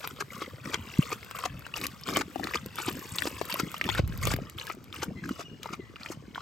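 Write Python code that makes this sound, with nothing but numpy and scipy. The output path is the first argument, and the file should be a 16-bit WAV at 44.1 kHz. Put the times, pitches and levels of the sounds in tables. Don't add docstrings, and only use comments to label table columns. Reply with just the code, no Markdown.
import sys
import numpy as np
from scipy import signal
from scipy.fft import rfft, irfft
from scipy.io import wavfile
from scipy.ndimage import uniform_filter1d

SR = 44100
rng = np.random.default_rng(int(sys.argv[2]) if len(sys.argv) > 2 else 0)


def transcribe(u):
    v = np.clip(np.atleast_2d(u).T, -1, 1)
    q = np.round(v * 32767).astype(np.int16)
    wavfile.write(sys.argv[1], SR, q)


N = 282842
TIME = np.arange(N) / SR
HZ = np.fft.rfftfreq(N, 1 / SR)


# t/s, length/s, spatter/dB, spray/dB, mid-lap swell/dB, slosh/dB
LAPS = [(-0.04, 0.15, -48, -57, -1, -65), (0.168, 0.032, -49, -65, -1, -49),
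        (0.32, 0.13, -48, -65.5, -7, -45), (0.646, 0.11, -47, -55, 2.5, -42),
        (1.011, 0.13, -46, -51, -1.5, -50.5), (1.353, 0.11, -42, -51, -2, -50.5),
        (1.764, 0.081, -36.5, -42, -10, -48), (2.071, 0.14, -40, -45.5, 1, -46.5),
        (2.431, 0.16, -47.5, -59, 3.5, -43.5), (2.784, 0.12, -42, -47.5, -1, -44),
        (3.153, 0.12, -43, -42.5, -3, -43), (3.505, 0.099, -36.5, -42.5, -6.5, -45),
        (3.856, 0.14, -40.5, -49.5, -1.5, -43.5), (4.222, 0.11, -39.5, -46.5, 0.5, -37),
        (4.581, 0.15, -48.5, -50, 1.5, -53), (4.942, .11, -45, -47, -6, -43.5),
        (5.24, 0.19, -53, -53.5, -0.5, -52), (5.632, 0.12, -49.5, -54, -2.5, -46.5),
        (6.001, 0.14, -51, -54.5, 1.5, -52.5), (6.356, 0.067, -48, -54.5, -4.5, -45)]


def laps(column):
    dribble_delay_s, dribble_width_s, dribble_db = 0.14, 0.12, -17.5
    power = np.zeros(N)
    for row in LAPS:
        t, length_s, swell_db = TIME - row[0], row[1], row[4]
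        swell = amp(swell_db * np.sin(np.pi * np.clip(t / length_s, 0, 1)))
        splash = plateau(t, length_s, rise_s=0.01, fall_s=0.0098) * swell
        offset = (t - length_s - dribble_delay_s) / dribble_width_s
        dribble = amp(dribble_db) * np.exp(-np.minimum(offset ** 2, 20))
        power += (amp(row[column]) * (splash + dribble)) ** 2
    return np.sqrt(power)


# t/s, spatter/dB, spray/dB
JET_SPURTS = [(0, -55, -54.5), (.28, -65, -61), (.34, -50, -51.5), (.6, -54.5, -62), (.8, -51, -58),
              (.95, -46, -54.5), (1.2, -53.5, -57), (1.4, -48, -59.5), (1.55, -54, -63), (1.9, -52.5, -57),
              (2.02, -67, -73), (2.42, -52.5, -53.5), (2.72, -52.5, -61.5), (2.82, -44, -45),
              (3.0, -48, -51), (3.12, -50, -48.5), (3.46, -46, -53), (3.78, -50.5, -54.5), (4.05, -56, -72),
              (4.13, -50.5, -56.5), (4.47, -55, -66), (4.58, -83, -64)]
# f/Hz, level/dB
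SPATTER_SPECTRUM = [(300, -13.5), (500, 1), (800, -10.5), (1150, 5.5), (1650, -2.5), (2150, 0.5),
                    (3200, -3.5), (4100, -10.5), (4800, -8), (6000, -14), (8000, -21), (10000, -26),
                    (16000, -30.5)]
# f/Hz, level/dB
SPRAY_SPECTRUM = [(3500, 5), (5800, -3), (7000, 0.5), (8300, 2.5), (9000, 1), (10000, -9.5), (11700, 1),
                  (14000, -2.5), (16000, -6.5)]


def trickle():
    calm_db, jet_grain_db, drops_fly_db, mist_flies_db = -62, -6, -48, -51
    tongue, jet = np.hypot(laps(column=2), amp(calm_db)), level(JET_SPURTS, 1)
    stir = np.hypot(tongue, jet)
    fling = np.hypot(laps(column=3), level(JET_SPURTS, 2))
    bubbles = droplets(per_s=1900, spread_db=4.6, low_hz=450, high_hz=7500,
                       cycles=8.5, glide=.35, rise_cycles=2.2)
    mist = droplets(per_s=1400, spread_db=6.6, low_hz=4500, high_hz=15000,
                    cycles=4.5, glide=.2, rise_cycles=1.6)
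    coarse = np.hypot(tongue, jet * amp(jet_grain_db))
    wash = np.where(TIME < JET_SPURTS[-1][0], 1, amp(-6))
    drop_share = coarse / (coarse + amp(drops_fly_db) * wash)
    mist_share = fling ** 2 / (fling ** 2 + amp(mist_flies_db) ** 2)
    spatter = colour(drop_share * unit(bubbles) + amp(-21.5) * rng.standard_normal(N), SPATTER_SPECTRUM)
    spray = colour(mist_share * unit(mist) + amp(-11) * rng.standard_normal(N), SPRAY_SPECTRUM)
    clumps = unit(uniform_filter1d(uniform_filter1d(rng.standard_normal(N), 400), 300))
    spatter = unit(steadied(spatter, window_s=.06) * amp(2.0 * drop_share * clumps)) * stir
    spray = unit(steadied(spray, window_s=.08) * amp(2.6 * mist_share * clumps)) * fling
    return panned(spatter, pan_db=3.5) + panned(lifted(spray), pan_db=0.5)


# peak t/s, level/dB over 10 ms, spread/s, cavity f/Hz, treble/dB
SMACKS = [(0.047, -32, 0.0045, 1265, -10), (0.207, -31, 0.0029, 1600, 3.5),
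          (0.215, -34.5, 0.0032, 1650, -1), (0.423, -32.5, 0.007, 1280, -8),
          (0.736, -33.5, 0.0022, 1160, -7), (0.744, -25.5, 0.0019, 3256, -5),
          (0.755, -35, 0.0033, 2200, -23), (1.119, -32, 0.0017, 1230, -18), (1.129, -32, 0.0026, 1210, 1.5),
          (1.457, -27.5, 0.0022, 754, -2), (2.162, -26, 0.0017, 2980, -20),
          (2.178, -32.5, 0.0033, 1200, -3), (2.211, -32.5, 0.00096, 1790, -5),
          (2.2155, -31.5, 0.0019, 1540, -3), (2.556, -27, 0.002, 1230, -2), (2.797, -34, 0.0093, 1110, -38),
          (2.886, -29, 0.0058, 990, -8), (3.273, -30, 0.0048, 1290, -1.5), (3.6, -26, 0.0035, 1350, -1),
          (3.982, -28.5, 0.0027, 1530, -11), (3.993, -32, 0.00297, 720, -17),
          (4.273, -31.5, 0.0034, 1260, -14), (4.318, -28.5, 0.0052, 1170, 3.5),
          (4.702, -31.5, 0.0025, 1276, -35), (5.023, -34.5, 0.0021, 2010, -11),
          (5.033, -29.5, 0.0031, 1380, 1.5), (5.398, -42, 0.0051, 690, 2), (5.411, -38, 0.0055, 1290, 0),
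          (5.735, -35.5, 0.0043, 1380, -3), (6.121, -39, 0.0053, 1220, 14)]
# f/Hz, level/dB
MOUTH_SPECTRUM = [(150, -16), (350, 9.5), (750, -14), (1200, 12.5), (1650, -4.5), (2200, 7.5), (3200, -2),
                  (5000, -3), (7000, -11.5), (10000, -22), (12000, -20), (16000, -36)]


def smacks():
    snaps_per_s, rise_share, fall_share = 1500, 1.26, 0.93
    out, t = np.zeros((2, N)), np.arange(-1500, 2500) / SR
    for peak_s, db, spread_s, cavity_hz, treble_db in SMACKS:
        snaps = rng.standard_normal(len(t)) * (.06 + (rng.random(len(t)) < snaps_per_s / SR))
        flank_s = spread_s * np.where(t < 0, rise_share, fall_share)
        snaps = steadied(snaps, window_s=.004) * np.exp(-abs(t) / flank_s)
        spectrum = [(hz, gain_db + np.clip(np.log2(hz / 3500), 0, 1) * (treble_db + 11.5))
                    for hz, gain_db in MOUTH_SPECTRUM]
        ring = bubble(cavity_hz, width_hz=94, glide=rng.uniform(-0.045, 0.09), rise_cycles=0.043)
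        cavity = signal.fftconvolve(snaps, ring)[:len(t)]
        foam = froth(t, spread_s, low_hz=715, high_hz=4890)
        sound = unit(colour(snaps, spectrum)) + amp(-2) * unit(cavity) + amp(-3) * unit(foam)
        add(out, peak_s + t[0], panned(burst(sound, db), pan_db=3.5))
    return out


def froth(t, spread_s, low_hz, high_hz, count=7):
    out = np.zeros((1, len(t)))
    for when, size, climb in rng.random((count, 3)):
        hz = low_hz * (high_hz / low_hz) ** size
        ring = bubble(hz, width_hz=130 + 0.016 * hz, glide=0.55 * climb, rise_cycles=1.15)
        add(out, (when - .6) * 2.5 * spread_s - t[0], unit(ring)[None] / np.sqrt(hz))
    return out[0]


# t/s, level/dB over 10 ms, f/Hz, snap/dB, left over right/dB
POPS = [(0.2224, -36.5, 1230, -29, 6), (0.657, -41.5, 1940, -19, 7), (1.104, -43.5, 700, -6, 1),
        (1.23, -44.5, 2160, -9, 3), (1.4377, -33.5, 1230, -17, 4), (1.3113, -38.5, 1310, -3, 3),
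        (1.3884, -38, 1090, -1, 5), (1.6656, -40, 1480, -9.5, 4), (1.775, -38.5, 844, -2, 10),
        (1.8143, -36.5, 4330, 1, 3), (1.8565, -36.5, 2200, -14, 12), (2.036, -42.5, 5070, -43, 1),
        (2.088, -32, 1190, -10, 5), (2.1703, -23.5, 666, 12, 3), (2.3582, -33.5, 730, -20, 19),
        (2.396, -36, 770, -20, 19), (2.434, -35.5, 1740, -34, 13), (2.4414, -35.5, 4200, -6, 8),
        (2.471, -34, 1290, -11, 2), (2.5373, -32, 2210, -41, 2), (2.5448, -29.5, 2400, -13, 3),
        (2.7854, -33.5, 1330, -33, 1), (3.1851, -27, 3870, -17, 6), (3.2213, -28, 1800, -11, 18),
        (3.255, -30, 464, -12, 0), (3.4139, -26.5, 670, -18, 10), (3.5253, -34, 4900, -8, 2),
        (3.542, -36, 627, -11, 0), (3.7424, -33.5, 1160, -12, 1), (3.8127, -25.5, 2110, -21, 1.5),
        (3.841, -34.5, 3000, -7, 1), (3.89, -27, 980, -13, 14), (3.899, -30, 3370, -15, 5),
        (3.9498, -34, 1720, 3, 0), (3.993, -23.5, 464, -30, 7), (4.2533, -32, 6900, -1, 0),
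        (4.272, -26, 493, -3, 7), (4.338, -30.5, 2150, -2, 10), (4.5851, -38.5, 3400, -38, 3),
        (4.598, -39.5, 4200, -27, 4), (4.613, -40.5, 2840, -11, 2), (4.714, -41.5, 2390, -25, 3),
        (4.927, -41.5, 3630, -9, 4), (5.292, -36, 1420, -10.5, 3), (5.632, -41, 3080, -0.5, 2),
        (5.658, -34.5, 920, -28, 4), (5.69, -42, 1210, -30, 5), (5.9587, -44.5, 2780, -16, 3),
        (6.033, -42.5, 4440, -29, -1), (6.0608, -37, 2310, -17, 0), (6.348, -43, 3520, -28, 3),
        (6.3574, -37, 1540, -50, 1), (6.379, -35, 1090, -45, -1)]


def pops():
    early_burst_db = -24.5
    out = np.zeros((2, N))
    for start_s, db, hz, snap_db, pan_db in POPS:
        width_hz = 108 + 0.085 * hz * (1 + amp(db - early_burst_db) ** 2)
        cycles = hz / width_hz
        rise_cycles = 0.11 * cycles / (1 + amp(snap_db + 13.5))
        ring = bubble(hz, width_hz, glide=min(.025 * cycles, .25), rise_cycles=rise_cycles)
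        t = np.arange(len(ring)) / SR
        snap = colour(rng.standard_normal(len(t)) * np.exp(-t / .0005), SPRAY_SPECTRUM)
        splash = colour(rng.standard_normal(len(t)) * np.sqrt(t) * np.exp(-t / 0.0027), MOUTH_SPECTRUM)
        sound = unit(ring) + amp(snap_db) * unit(snap) + amp(-5.5 + 0.27 * snap_db) * unit(splash)
        add(out, start_s, panned(burst(sound, db), pan_db))
    return out


# peak t/s, level/dB over 10 ms, f/Hz
CHIRPS = [(0.306, -45, 2170), (0.365, -44, 1120), (0.464, -46.5, 2060), (0.745, -35.5, 2216),
          (0.902, -46.5, 2830), (1.027, -34.5, 2900), (1.13, -36, 2326), (1.654, -46, 2820),
          (1.741, -33, 2800), (1.856, -39, 1166), (2.066, -40, 1320), (2.082, -37.5, 3310),
          (2.488, -44, 1240), (2.557, -37, 4690), (2.573, -37, 3250), (2.802, -39, 1025),
          (2.888, -36, 3160), (3.194, -38, 2960), (3.239, -40, 3380), (3.52, -38, 2700), (3.56, -35, 1120),
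          (3.609, -45, 4400), (3.767, -42, 3030), (3.891, -33.5, 3300), (3.905, -37, 1870),
          (3.917, -41.5, 7050), (3.926, -38, 2900), (3.931, -44, 4200), (3.956, -33.5, 1700),
          (4.125, -45, 1660), (4.239, -40, 6500), (4.361, -45, 2350), (4.677, -42, 1640),
          (4.964, -42.5, 2830), (5.2403, -38, 1710), (5.258, -44, 1560), (5.66, -44, 1157),
          (5.741, -41, 2255), (5.966, -44.5, 1325), (6.014, -46, 2230), (6.407, -43, 1220)]


def chirps():
    flank_s, octaves_per_s, rustle_db = 0.0014, 42, -14
    out, t = np.zeros((2, N)), np.arange(-512, 512) / SR
    for peak_s, db, hz in CHIRPS:
        swell = 1 / np.cosh(t / (flank_s * 2 ** rng.uniform(-0.65, 0.64)))
        note = np.sin(2 * np.pi * np.cumsum(hz * 2 ** (octaves_per_s * t)) / SR)
        rustle = amp(rustle_db) * unit(colour(rng.standard_normal(len(t)), MOUTH_SPECTRUM))
        add(out, peak_s + t[0], panned(burst(swell * (note + rustle), db), pan_db=2.5))
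    return out


# t/s, level/dB over 10 ms, f/Hz
THUMPS = [(0.418, -33.5, 352), (0.989, -12.5, 158), (1.125, -36, 383), (2.171, -27.5, 276),
          (2.202, -32.5, 282), (2.359, -33.5, 305), (2.447, -33.5, 310), (2.547, -36, 410),
          (2.666, -38.5, 171), (2.881, -28.5, 285), (2.956, -46, 246), (3.12, -34, 105), (3.271, -29, 318),
          (3.414, -35.5, 430), (3.598, -30.5, 324), (3.632, -27.5, 175), (3.995, -18.5, 94.5),
          (3.994, -23.5, 356), (4.034, -23.5, 89), (4.063, -26.5, 90), (4.095, -29.5, 136),
          (4.263, -30, 81.4), (4.296, -33, 85), (4.338, -27.5, 277), (4.419, -39, 148), (4.56, -37.5, 103),
          (4.77, -44.5, 298), (5.001, -40.5, 126), (5.028, -33, 369), (5.08, -33, 187), (5.117, -36, 198),
          (5.309, -27.5, 218), (5.393, -39, 450), (5.73, -37, 194), (5.79, -39, 190), (6.102, -33, 343),
          (6.171, -38, 133), (6.28, -40.5, 205)]


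def thumps():
    out = np.zeros((2, N))
    for start_s, db, hz in THUMPS:
        ring = bubble(hz, width_hz=38 + 0.15 * hz, glide=-0.53, rise_cycles=0.39, size=4096)
        add(out, start_s, panned(burst(ring, db), pan_db=1.0))
    return out


# t/s, length/s, level/dB, f/Hz
GURGLES = [(0.657, 0.02, -38, 197), (1.502, 0.086, -41, 128), (1.797, 0.058, -42.5, 256),
           (2.083, 0.12, -36, 284), (2.395, 0.059, -38.5, 238), (2.917, 0.06, -42, 212),
           (3.625, 0.053, -43.5, 264), (3.856, 0.006, -30.5, 260), (5.065, 0.036, -45, 283),
           (5.159, 0.013, -38, 190), (5.229, 0.08, -38.5, 186), (5.517, 0.028, -42, 213)]


def gurgles():
    out, t = np.zeros((2, N)), np.arange(-2000, 12000) / SR
    for start_s, length_s, db, hz in GURGLES:
        pocket = bubble(hz, width_hz=0.96 * hz, glide=0.042, rise_cycles=0.36)
        churn = steadied(signal.fftconvolve(rng.standard_normal(len(t)), pocket, "same"), window_s=0.062)
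        envelope = plateau(t, length_s, rise_s=0.0097, fall_s=0.015)
        add(out, start_s + t[0], panned(amp(db) * churn * envelope, pan_db=1.5))
    return out


# t/s, level/dB over 10 ms
TICKS = [(0.0747, -34.5), (0.985, -47), (1.247, -49.5), (1.306, -53), (1.594, -50), (1.776, -59),
         (1.8675, -32.5), (2.012, -51), (2.0812, -49), (2.6616, -43), (2.757, -42), (3.161, -40.5),
         (3.259, -48), (3.4542, -43), (3.542, -32), (3.7173, -43), (3.781, -46), (4.077, -44), (4.176, -44),
         (4.3642, -39), (4.498, -43.5), (4.669, -38.5), (4.75, -54), (4.842, -49)]


def ticks():
    snap_decay_s = 0.00017
    out = np.zeros((1, N))
    for start_s, db in TICKS:
        ring = bubble(hz=11600 * rng.uniform(1.0, 1.28), width_hz=1030, glide=0.39, rise_cycles=1.55)
        t = np.arange(len(ring)) / SR
        snap = colour(rng.standard_normal(len(t)) * np.exp(-t / snap_decay_s), SPRAY_SPECTRUM)
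        add(out, start_s, burst(unit(snap) + amp(-2) * unit(ring), db)[None])
    return panned(lifted(out[0]), pan_db=1.5)


# f/Hz, level/dB
SLOSH_SPECTRUM = [(20, -48), (40, -22), (65, -1.5), (110, 1), (170, -0.5), (300, -4), (420, -9.5),
                  (650, -18.5), (1200, -27)]


def slosh():
    calm_db, hold_s = -58.5, 0.073
    plops = droplets(per_s=200, spread_db=6.5, low_hz=56.7, high_hz=697,
                     cycles=3.8, glide=0.058, rise_cycles=0.54)
    rumble = steadied(colour(plops, SLOSH_SPECTRUM), window_s=0.15)
    power = np.full(N, amp(calm_db) ** 2)
    for start_s, length_s, *_, db in LAPS:
        power += (amp(db) * plateau(TIME - start_s - length_s, hold_s, rise_s=0.17, fall_s=0.06)) ** 2
    return panned(rumble, pan_db=1.0) * np.sqrt(power)


# t/s, level/dB
HAND_SWING = [(3.8, -71), (3.9, -40), (4.0, -34), (4.18, -37.5), (4.3, -28), (4.55, -65)]


def hand_flutter():
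    band = signal.butter(2, [48, 125], "band", fs=SR, output="sos")
    common, left, right = signal.sosfilt(band, rng.standard_normal((3, N)))
    flutter = np.array([steadied(common + port, window_s=0.31) for port in (left, right)])
    return flutter * level(HAND_SWING, 1)


# t/s, length/s, start f/Hz, end f/Hz, relative level/dB
WHISTLES = [(5.148, 0.069, 2096, 2002, -48.5), (5.295, 0.038, 2990, 2800, -49),
            (5.437, 0.048, 2950, 2810, -48.5), (5.631, 0.056, 2200, 1980, -51),
            (5.783, 0.061, 2170, 1835, -51.5)]


def bird():
    waver_hz = 65
    out = np.zeros((2, N))
    for start_s, length_s, start_hz, end_hz, db in WHISTLES:
        pitch_hz = np.linspace(start_hz, end_hz, int(length_s * SR))
        waver = unit(uniform_filter1d(rng.standard_normal(N), 60))[:len(pitch_hz)]
        phase = 2 * np.pi * np.cumsum(pitch_hz + waver_hz * waver) / SR
        note = (np.sin(phase) + amp(-16) * np.sin(2 * phase)) * signal.windows.hann(len(phase))
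        add(out, start_s, panned(amp(db) * unit(note), pan_db=4.0))
    return amp(-7) * out + amp(-5) * scatter(out, t60_s=.55, size=32768)


# f/Hz, level/dB
AIR_SPECTRUM = [(25, -42), (60, 3), (130, 8), (300, -4.5), (650, -10.5), (1300, -16), (2600, -34),
                (4800, -25), (9000, -70), (16000, -71)]


def air():
    common, left, right = (colour(rng.standard_normal(N), AIR_SPECTRUM) for _ in range(3))
    return amp(-55.5) * unit(common + 2.0 * np.array([left, right]))


# f/Hz, level/dB
LIFT_RESPONSE = [(4000, -2.5), (6000, 2.5), (8000, -4), (12000, -7), (16000, -5)]


def lifted(spray, start_s=4.36, takes_s=0.28):
    far = np.clip((TIME - start_s) / takes_s, 0, 1)
    return (1 - far) * spray + far * colour(spray, LIFT_RESPONSE)


def scatter(x, t60_s, size=16384, hop=4096):
    t, out = np.arange(size) / SR, np.zeros((2, N))
    no_bass = signal.butter(2, 400, "high", fs=SR, output="sos")
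    for start in range(-hop, N, hop):
        span = np.arange(max(start, 0), min(start + 2 * hop, N))
        piece = x[:, span] * np.sin(np.pi * (span - start) / (2 * hop))
        tails = signal.sosfilt(no_bass, rng.standard_normal((2, size)) * amp(-60 * t / t60_s) * (t > .0008))
        tails /= np.linalg.norm(tails, axis=1, keepdims=True)
        add(out, span[0] / SR, signal.fftconvolve(piece, tails, axes=1))
    return out


def bubble(hz, width_hz, glide, rise_cycles, size=2048):
    t = np.arange(size) / SR
    decay = np.exp(-np.pi * width_hz * t)
    pitch_hz = hz * (1 + glide * (.5 - np.sqrt(decay)))
    swell = 1 - np.exp(-(t * hz / max(rise_cycles, .01)) ** 2)
    return decay * swell * np.sin(2 * np.pi * np.cumsum(pitch_hz) / SR)


def droplets(per_s, spread_db, low_hz, high_hz, cycles, glide, rise_cycles, sizes=40):
    out = np.zeros(N)
    for hz in np.geomspace(low_hz, high_hz, sizes):
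        width_hz = hz / (cycles * rng.uniform(0.78, 1.4))
        ring = bubble(hz, width_hz, glide * rng.uniform(-0.017, 1), rise_cycles)
        gains = amp(spread_db * np.minimum(rng.exponential(1, N), 3.5))
        hits = rng.random(N) < per_s / sizes / SR
        out += signal.oaconvolve(gains * hits, unit(ring) * np.sqrt(hz))[:N]
    return out


def colour(x, spectrum, size=2048):
    hz, db = np.transpose(spectrum)
    bins_hz = abs(np.fft.fftfreq(size, 1 / SR))
    log_gain = np.log(amp(np.interp(np.log(bins_hz + 1), np.log(hz + 1), db)))
    taps = np.fft.ifft(np.exp(np.conj(signal.hilbert(log_gain)))).real[:size // 2]
    return signal.fftconvolve(x, taps)[:len(x)]


def steadied(x, window_s):
    power = signal.oaconvolve(x ** 2, signal.windows.hann(int(window_s * SR) | 1), "same")
    return unit(x / np.sqrt(abs(power) + 0.15 * power.mean()))


def plateau(t, length_s, rise_s, fall_s):
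    return np.exp(np.maximum(np.minimum(t, 0) / rise_s - np.maximum(t - length_s, 0) / fall_s, -20))


def level(table, column):
    rows = np.array(table)
    return amp(np.interp(TIME, rows[:, 0], rows[:, column]))


def amp(db):
    return 10 ** (np.asarray(db) / 20)


def unit(x):
    return x / np.sqrt(np.mean(x ** 2) + 1e-20)


def burst(x, db):
    return x * amp(db) * np.sqrt(SR / 100 / (np.sum(x ** 2) + 1e-20))


def panned(x, pan_db):
    return unit(amp([[pan_db / 2], [-pan_db / 2]])) * x


def add(mix, start_s, sound):
    part = mix[:, max(round(start_s * SR), 0):][:, :sound.shape[1]]
    part += sound[:, :part.shape[1]]


def scene():
    water = trickle() + pops() + chirps() + ticks() + smacks() + thumps() + slosh() + gurgles()
    close = amp(-5.5) * scatter(water, t60_s=0.017, size=2048)
    yard = amp(-20.5) * scatter(water, t60_s=0.2)
    return amp(-0.95) * water + close + yard + hand_flutter() + bird() + air()


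# f/Hz, phase lead of left/rad
PORT_PHASE = [(0, 0), (700, .4), (1900, 0), (3200, 1), (5800, 0), (7700, -.1), (9700, -3.1), (12500, -6.2),
              (16000, -7)]


def record(dry):
    low_cut_hz, high_cut_hz = 38., 16300
    turn = np.exp(.5j * np.interp(HZ, *np.transpose(PORT_PHASE)))
    high_pass = HZ ** 5 / np.sqrt(HZ ** 10 + low_cut_hz ** 10)
    ports = irfft(rfft(dry) * high_pass * np.array([turn, 1 / turn]), N)
    low_pass = signal.firwin(255, high_cut_hz, window=("kaiser", 9), fs=SR)
    return signal.oaconvolve(ports, low_pass[None], "same")


dry = scene()
out = record(dry)
transcribe(out)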